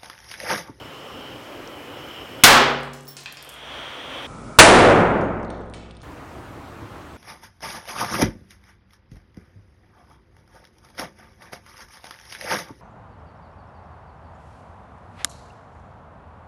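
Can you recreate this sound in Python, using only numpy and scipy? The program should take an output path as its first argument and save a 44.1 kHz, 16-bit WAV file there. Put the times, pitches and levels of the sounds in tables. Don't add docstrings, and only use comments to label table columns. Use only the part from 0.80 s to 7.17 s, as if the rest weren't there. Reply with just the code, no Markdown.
import sys
import numpy as np
from scipy import signal
from scipy.io import wavfile
from scipy.ndimage import uniform_filter1d, minimum_filter1d

SR = 44100
rng = np.random.default_rng(int(sys.argv[2]) if len(sys.argv) > 2 else 0)


def gain_from_decibels(decibels):
    exponent = np.asarray(decibels, float) / 20
    return 10 ** exponent


def to_wav(s):
    ch = np.atleast_2d(s).T
    pcm = np.round(np.clip(ch, -1, 1) * 32767)
    wavfile.write(sys.argv[1], SR, pcm.astype(np.int16))


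N = 280917
CAMERA_SR = 48000
CLOSE_UP_S = 3.6

# (frequency [Hz], level 0.28 s after the shot [dB], t60 [s])
ROOM_MODES = [(61, -33.5, 3), (61.7, -33, 2.8), (140.4, -21, 1.9), (245.2, -19, 1.1), (396, -21, 1.1),
              (523.7, -21.5, 0.96), (813.5, -20.5, .9)]
# (frequency [Hz], level [dB], t60 [s])
BARREL_MODES = [(2900, -14, 1.05), (3350, -17, 1.)]
SHOT_S, BLAST_MS, BLAST_DB = 1.6366, 0.068, 10.5
CRACK_DB, CRACK_T60_S = 18, 0.14
ROAR_DB = 10.5


def cannon():
    out = np.zeros(N)
    u = np.arange(400) / CAMERA_SR / (BLAST_MS / 1000)
    add(out, SHOT_S, gain_from_decibels(BLAST_DB) * (1 - u) * np.exp(-u))
    t = np.arange(4800) / CAMERA_SR
    crack = uniform_filter1d(rng.standard_normal(4800), size=3)
    add(out, SHOT_S, gain_from_decibels(CRACK_DB - 60 * t / CRACK_T60_S) * crack)
    roar = room(colour_share=0.98)
    add(out, SHOT_S, gain_from_decibels(ROAR_DB) * roar / abs(roar[:2000]).mean())
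    for hz, db, t60 in ROOM_MODES:
        add(out, SHOT_S, ring(hz, db + 60 * 0.28 / t60, t60))
    for hz, db, t60 in BARREL_MODES:
        add(out, SHOT_S, swelling(ring(hz, db, t60), depth=0.7))
    return out


# (time [s], level [dB], pitch [Hz], echo re blow [dB])
SHARD_LANDINGS = [(1.861, -28.5, 18000, -5.5), (2.001, -29.5, 13000, -11), (2.0087, -24, 10000, -10),
                  (2.0325, -15.5, 8200, 0), (2.053, -39.5, 14000, -12.5), (2.1173, -30.5, 19200, -12),
                  (2.134, -10, 7440, 3.5), (2.137, -19.5, 16000, 8), (2.2082, -19.5, 7240, -13),
                  (2.2261, -33, 9000, -4), (2.2337, -23, 8200, -8), (2.271, -21, 4800, -4),
                  (2.436, -16, 12000, -8)]
SHARD_RING_HZ, SHARD_RING_DB, SHARD_T60_S = 20400, -22, 0.016
# (frequency [Hz], level [dB], t60 [s])
DISC_MODES = [(1790, -6, .03), (2560, 2, .16), (2900, -6, .06), (3250, -8, .06), (3900, -5, .03),
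              (4600, -6, .03)]
# (time [s], blow level [dB], blow pitch [Hz], ring level [dB])
DISC_LANDINGS = [(2.3679, -4.5, 5800, -41), (2.387, -23, 4200, -36), (2.4592, -7, 3160, -25.5),
                 (2.571, -11.5, 4870, -39)]
# (frequency [Hz], level [dB], t60 [s])
CHIP_MODES = [(8600, -4.5, .015), (11340, 2.5, 0.017), (14250, -7, 0.013)]
# (time [s], level [dB])
CHIP_LANDINGS = [(2.5245, -10), (2.6265, -13.5), (2.6479, -20.5), (2.6919, -13.5), (2.699, -19.5),
                 (2.72, -28), (2.74, -25.5)]
CHIP_BLOW_HZ, CHIP_RING_DB = 9500, -14.5
# (frequency [Hz], level [dB], t60 [s])
STEEL_MODES = [(5400, -7, .28), (10820, -17, .15), (15180, -2.5, .18), (15440, -4, 0.2), (21400, -6, 0.082)]
# (time [s], level [dB], tilt [dB per octave], time until damped [s])
STEEL_BOUNCES = [(1.9064, -47, 13, .12), (2.2486, -56, 6, 0.016), (2.255, -43, 8, 0.025),
                 (2.2789, -22.5, -2, .09), (2.407, -45.5, 14, 0.053)]
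STEEL_BLOW_DB, STEEL_BLOW_HZ = 13, 11000
DISC_ECHO_DB, CHIP_ECHO_DB, STEEL_ECHO_DB = 4.5, 0, 6
CRUMB_ECHO_DB, RING_ECHO_DB = -1.5, -18


def debris():
    blows, rings = crumbs(), np.zeros(N)
    send = gain_from_decibels(CRUMB_ECHO_DB) * blows
    hits = list(SHARD_LANDINGS)
    hits += [(s, db, hz, DISC_ECHO_DB) for s, db, hz, _ in DISC_LANDINGS]
    hits += [(s, db, CHIP_BLOW_HZ, CHIP_ECHO_DB) for s, db in CHIP_LANDINGS]
    for s, db, tilt_db, _ in STEEL_BOUNCES:
        hits.append((s, db + STEEL_BLOW_DB + tilt_db, STEEL_BLOW_HZ, STEEL_ECHO_DB - tilt_db))
    for s, db, hz, echo_db in hits:
        blow = landing(hz, db)
        add(blows, s, blow)
        add(send, s, gain_from_decibels(echo_db) * blow)

    for s, db, *_ in SHARD_LANDINGS:
        shard = ring(SHARD_RING_HZ, db + SHARD_RING_DB, SHARD_T60_S)
        add(rings, s, swelling(shard, depth=1.0))
    for s, *_, ring_db in DISC_LANDINGS:
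        add(rings, s, struck(DISC_MODES, ring_db, depth=1.0))
    for s, db in CHIP_LANDINGS:
        add(rings, s, struck(CHIP_MODES, db + CHIP_RING_DB))
    for s, db, tilt_db, damped_s in STEEL_BOUNCES:
        rung = struck(STEEL_MODES, db, tilt_db)
        left_s = damped_s - np.arange(len(rung)) / CAMERA_SR
        add(rings, s, rung * np.clip(left_s / 0.004, 0, 1))

    send += gain_from_decibels(RING_ECHO_DB) * rings
    echo = signal.oaconvolve(send, room(colour_share=0.13))[:N]
    return blows + rings + echo


# (time [s], rate [ticks per s])
CRUMB_RATE = [(1.7, 303), (1.9, 121.2), (2.1, 70), (2.8, 60)]
CRUMB_MIN_DB = -45


def crumbs():
    s, per_s = np.transpose(CRUMB_RATE)
    rate = np.interp(np.arange(N) / CAMERA_SR, s, per_s, left=0, right=0)
    falls = rng.random(N) < rate / CAMERA_SR
    sizes = gain_from_decibels(3.5 * np.minimum(rng.exponential(1, N), 3)) * falls
    kind = rng.integers(0, 8, N)
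    out = np.zeros(N)
    for k, hz in enumerate(np.geomspace(8000, 21000, num=8)):
        out += signal.oaconvolve(sizes * (kind == k), tick(hz, CRUMB_MIN_DB, cycles=6.2))[:N]
    return out


def landing(hz, db, rattle_s=0.003, fall_db=-4.5):
    out = np.zeros(800)
    cycles = np.interp(db, [-26, -14], [2.2, 0.8])
    add(out, 0, tick(hz, db, cycles))
    for late, pitch in rng.random((3, 2)):
        contact = tick(hz * (0.7 + 0.6 * pitch), db + fall_db * (1 + late), cycles)
        add(out, late * rattle_s, contact)
    return out


def struck(modes, db, tilt_db=0, depth=0.6):
    out = np.zeros(round(max(t60 for *_, t60 in modes) * CAMERA_SR) + 1)
    for hz, mode_db, t60 in modes:
        octaves = np.log2(hz / modes[2][0])
        add(out, 0, swelling(ring(hz, db + mode_db + tilt_db * octaves, t60), depth))
    return out


# (frequency [Hz], relative level [dB])
JET_COLOUR = [(300, -13.5), (1500, 5.5), (2500, 9.5), (4200, -33.5), (7000, -24.5), (12000, -10),
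              (17000, -10), (24000, -11)]
# (time [s], level [dB])
JET_CURVE = [(0, -52.5), (1.636, -47.5)]
# (frequency [Hz], width [Hz], relative level before a gain of 3 [dB])
HOLE_PEAKS = [(3000, 440, 4.5), (5284, 390, -10.5)]
# (time [s], level [dB])
WHISTLE_CURVE = [(0.0, -46.5), (0.52, -45), (0.6, -49.5), (1.1, -50), (1.19, -42.5), (1.26, -49),
                 (1.34, -41.5), (1.57, -47.5), (1.6, -44.5), (1.63, -41)]
# (time [s], level [dB], centre [Hz])
SPITS = [(0.8759, -28, 5500), (1.288, -38, 7000)]


def fuse():
    jet = level(JET_CURVE) * noise(JET_COLOUR, patchy_db=0.8)
    flat = [(20, -40), (24000, -40)]
    out = jet + level(WHISTLE_CURVE) * noise(flat, HOLE_PEAKS, patchy_db=1.5)
    for s, db, hz in SPITS:
        add(out, s, tick(hz, db))
    return out


# (frequency [Hz], relative level [dB])
SMOULDER_COLOUR = [(200, -51), (500, -3), (1300, -3), (2500, -7), (4000, -26.5), (7000, -37), (12000, -42),
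                   (24000, -31.5)]
# (frequency [Hz], width [Hz], relative level before a gain of 3 [dB])
BORE_PEAKS = [(3230, 580, -9), (5800, 700, -32), (9050, 650, -35.5)]
# (time [s], level [dB])
SMOULDER_CURVE = [(2.3, -45), (2.66, -32.5), (2.76, -33.5), (2.95, -32.5), (3.5, -35.5)]


def smoulder():
    return level(SMOULDER_CURVE) * noise(SMOULDER_COLOUR, BORE_PEAKS, patchy_db=0.6)


# (frequency [Hz], relative level per Hz [dB])
HUM_COLOUR = [(15, -51.5), (25, -15.5), (148, -5), (215, -26.5), (250, 6.5), (300, -5.5), (520, -4),
              (700, -8.5), (1300, -10), (2000, -19.5), (4150, -25), (24000, -47)]
# (frequency [Hz], relative level per Hz [dB])
HAND_COLOUR = [(15, -40), (25, -7), (91, 2), (215, -9), (267, -5.5), (297, 4), (359, -7), (1200, -10.5),
               (4150, -29.5), (15500, -42.5)]
HUM_DB, HAND_DB = -39.5, -39


def workshop():
    hum = gain_from_decibels(HUM_DB) * noise(HUM_COLOUR, patchy_db=1.2)
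    hand = gain_from_decibels(HAND_DB) * noise(HAND_COLOUR, patchy_db=1.2)
    return np.where(np.arange(N) > CLOSE_UP_S * CAMERA_SR, hand, hum)


# (frequency [Hz], level at colour share 1 [dB])
ECHO_COLOUR = [(40, -36), (150, -17), (400, -1), (1200, 2.5), (2200, -3.5), (3500, -6), (6000, -14),
               (12000, -23), (24000, -21.5)]
# (frequency [Hz], t60 [s])
ECHO_T60 = [(60, 1.2), (260, 0.73), (700, .68), (1800, 0.66), (5000, 0.53), (10000, .33), (24000, 0.24)]
# (frequency [Hz], time constant at colour share 1 [s])
ECHO_RISE = [(100, 0.018), (500, 0.08), (1500, 0.018), (5000, 0.00067)]


def room(colour_share):
    hz, t, z = signal.stft(rng.standard_normal(2 * CAMERA_SR), CAMERA_SR, nperseg=512)
    hz = hz[:, None]
    z *= gain_from_decibels(colour_share * read(ECHO_COLOUR, hz) - 60 * t / read(ECHO_T60, hz))
    z *= 1 - np.exp(-(t + 0.0035) / (colour_share ** 2 * read(ECHO_RISE, hz)))
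    tail = signal.istft(z, CAMERA_SR, nperseg=512)[1]
    return tail / np.linalg.norm(tail)


def noise(colour, peaks=(), patchy_db=1.0, size=1024):
    frames, hz = 4 * N // size + 5, np.fft.rfftfreq(size, 1 / CAMERA_SR)
    a, b, patches = rng.standard_normal((frames, len(hz), 3)).T
    patches = uniform_filter1d(patches, size=12, axis=0)
    patches = evened(uniform_filter1d(patches, size=10, axis=1))
    shape = gain_from_decibels(read(colour, hz))
    for centre_hz, width_hz, db in peaks:
        shape = shape + 3 * gain_from_decibels(db) / (1 + (2 * (hz - centre_hz) / width_hz) ** 2)
    z = (a + 1j * b) * shape[:, None] * gain_from_decibels(patchy_db * patches)
    return evened(signal.istft(z, nperseg=size, noverlap=3 * size // 4)[1][:N])


def ring(hz, db, t60):
    t = np.arange(round(t60 * CAMERA_SR)) / CAMERA_SR
    return gain_from_decibels(db - 60 * t / t60) * np.sin(2 * np.pi * hz * t)


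def swelling(sound, depth):
    swells = evened(uniform_filter1d(rng.standard_normal(len(sound)), size=120))
    return sound * (1 + depth * swells)


def tick(hz, db, cycles=2.0):
    u = np.arange(200) / CAMERA_SR * hz / cycles
    return gain_from_decibels(db) * np.sin(2 * np.pi * cycles * u) * 6 * u * np.exp(-2.5 * u)


def evened(x):
    return x / np.sqrt(np.mean(x ** 2) + 1e-20)


def read(points, hz):
    f, value = np.transpose(points)
    return np.interp(np.log(hz + 1), np.log(f + 1), value)


def level(rows):
    s, db = np.transpose(rows)
    return gain_from_decibels(np.interp(np.arange(N) / CAMERA_SR, s, db, left=-200, right=-200))


def add(mix, s, sound):
    part = mix[round(s * CAMERA_SR):][:len(sound)]
    part += sound[:len(part)]


def scene():
    return (cannon() + debris() + fuse() + smoulder() + workshop())[None]


def limiter(x, limit_db=-7, hold_s=0.8, recover_db_per_s=35, fall_s=0.0105):
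    need_db = np.minimum(limit_db - 20 * np.log10(abs(x) + 1e-9), 0)
    hold = 2 * round(hold_s * CAMERA_SR / 2) + 1
    held_db = minimum_filter1d(need_db, size=hold, origin=hold // 2)
    climb_db = np.arange(N) * recover_db_per_s / CAMERA_SR
    held_db = np.minimum.accumulate(held_db - climb_db) + climb_db
    r = np.exp(-1 / (fall_s * CAMERA_SR))
    return x * gain_from_decibels(signal.lfilter([1 - r], [1, -r], held_db))


def band_limit(x):
    return signal.sosfilt(signal.butter(12, 16020, fs=SR, output="sos"), x)


CLIP_DB, BEND_DB = 7, 22.5
AGAIN_FROM_S = 1.49853
CUT_S, CUT_BACK_S = 3.468, 5.232


def record(dry):
    x = signal.sosfilt(signal.butter(3, 42, "highpass", fs=CAMERA_SR, output="sos"), dry[0])
    bent = x / np.sqrt(1 + (x / gain_from_decibels(BEND_DB)) ** 2)
    limited = limiter(np.clip(bent, -gain_from_decibels(CLIP_DB), gain_from_decibels(CLIP_DB)))

    live = signal.resample_poly(limited, 147, 160)
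    steep = signal.firwin(1021, 1 / 17, window=("kaiser", 9))
    again = limited[round(AGAIN_FROM_S * CAMERA_SR):][:CAMERA_SR]
    slowed = signal.resample_poly(again, 17, 8, window=steep)

    cut, back = round(CUT_S * SR), round(CUT_BACK_S * SR)
    close_up = live[round((CLOSE_UP_S + 0.05) * SR):][:N - back]
    edit = np.concatenate([live[:cut], slowed[:back - cut], close_up])
    mix = np.clip(edit, -1, 1)[None]
    return band_limit(mix)


dry = scene()
out = record(dry)
to_wav(out)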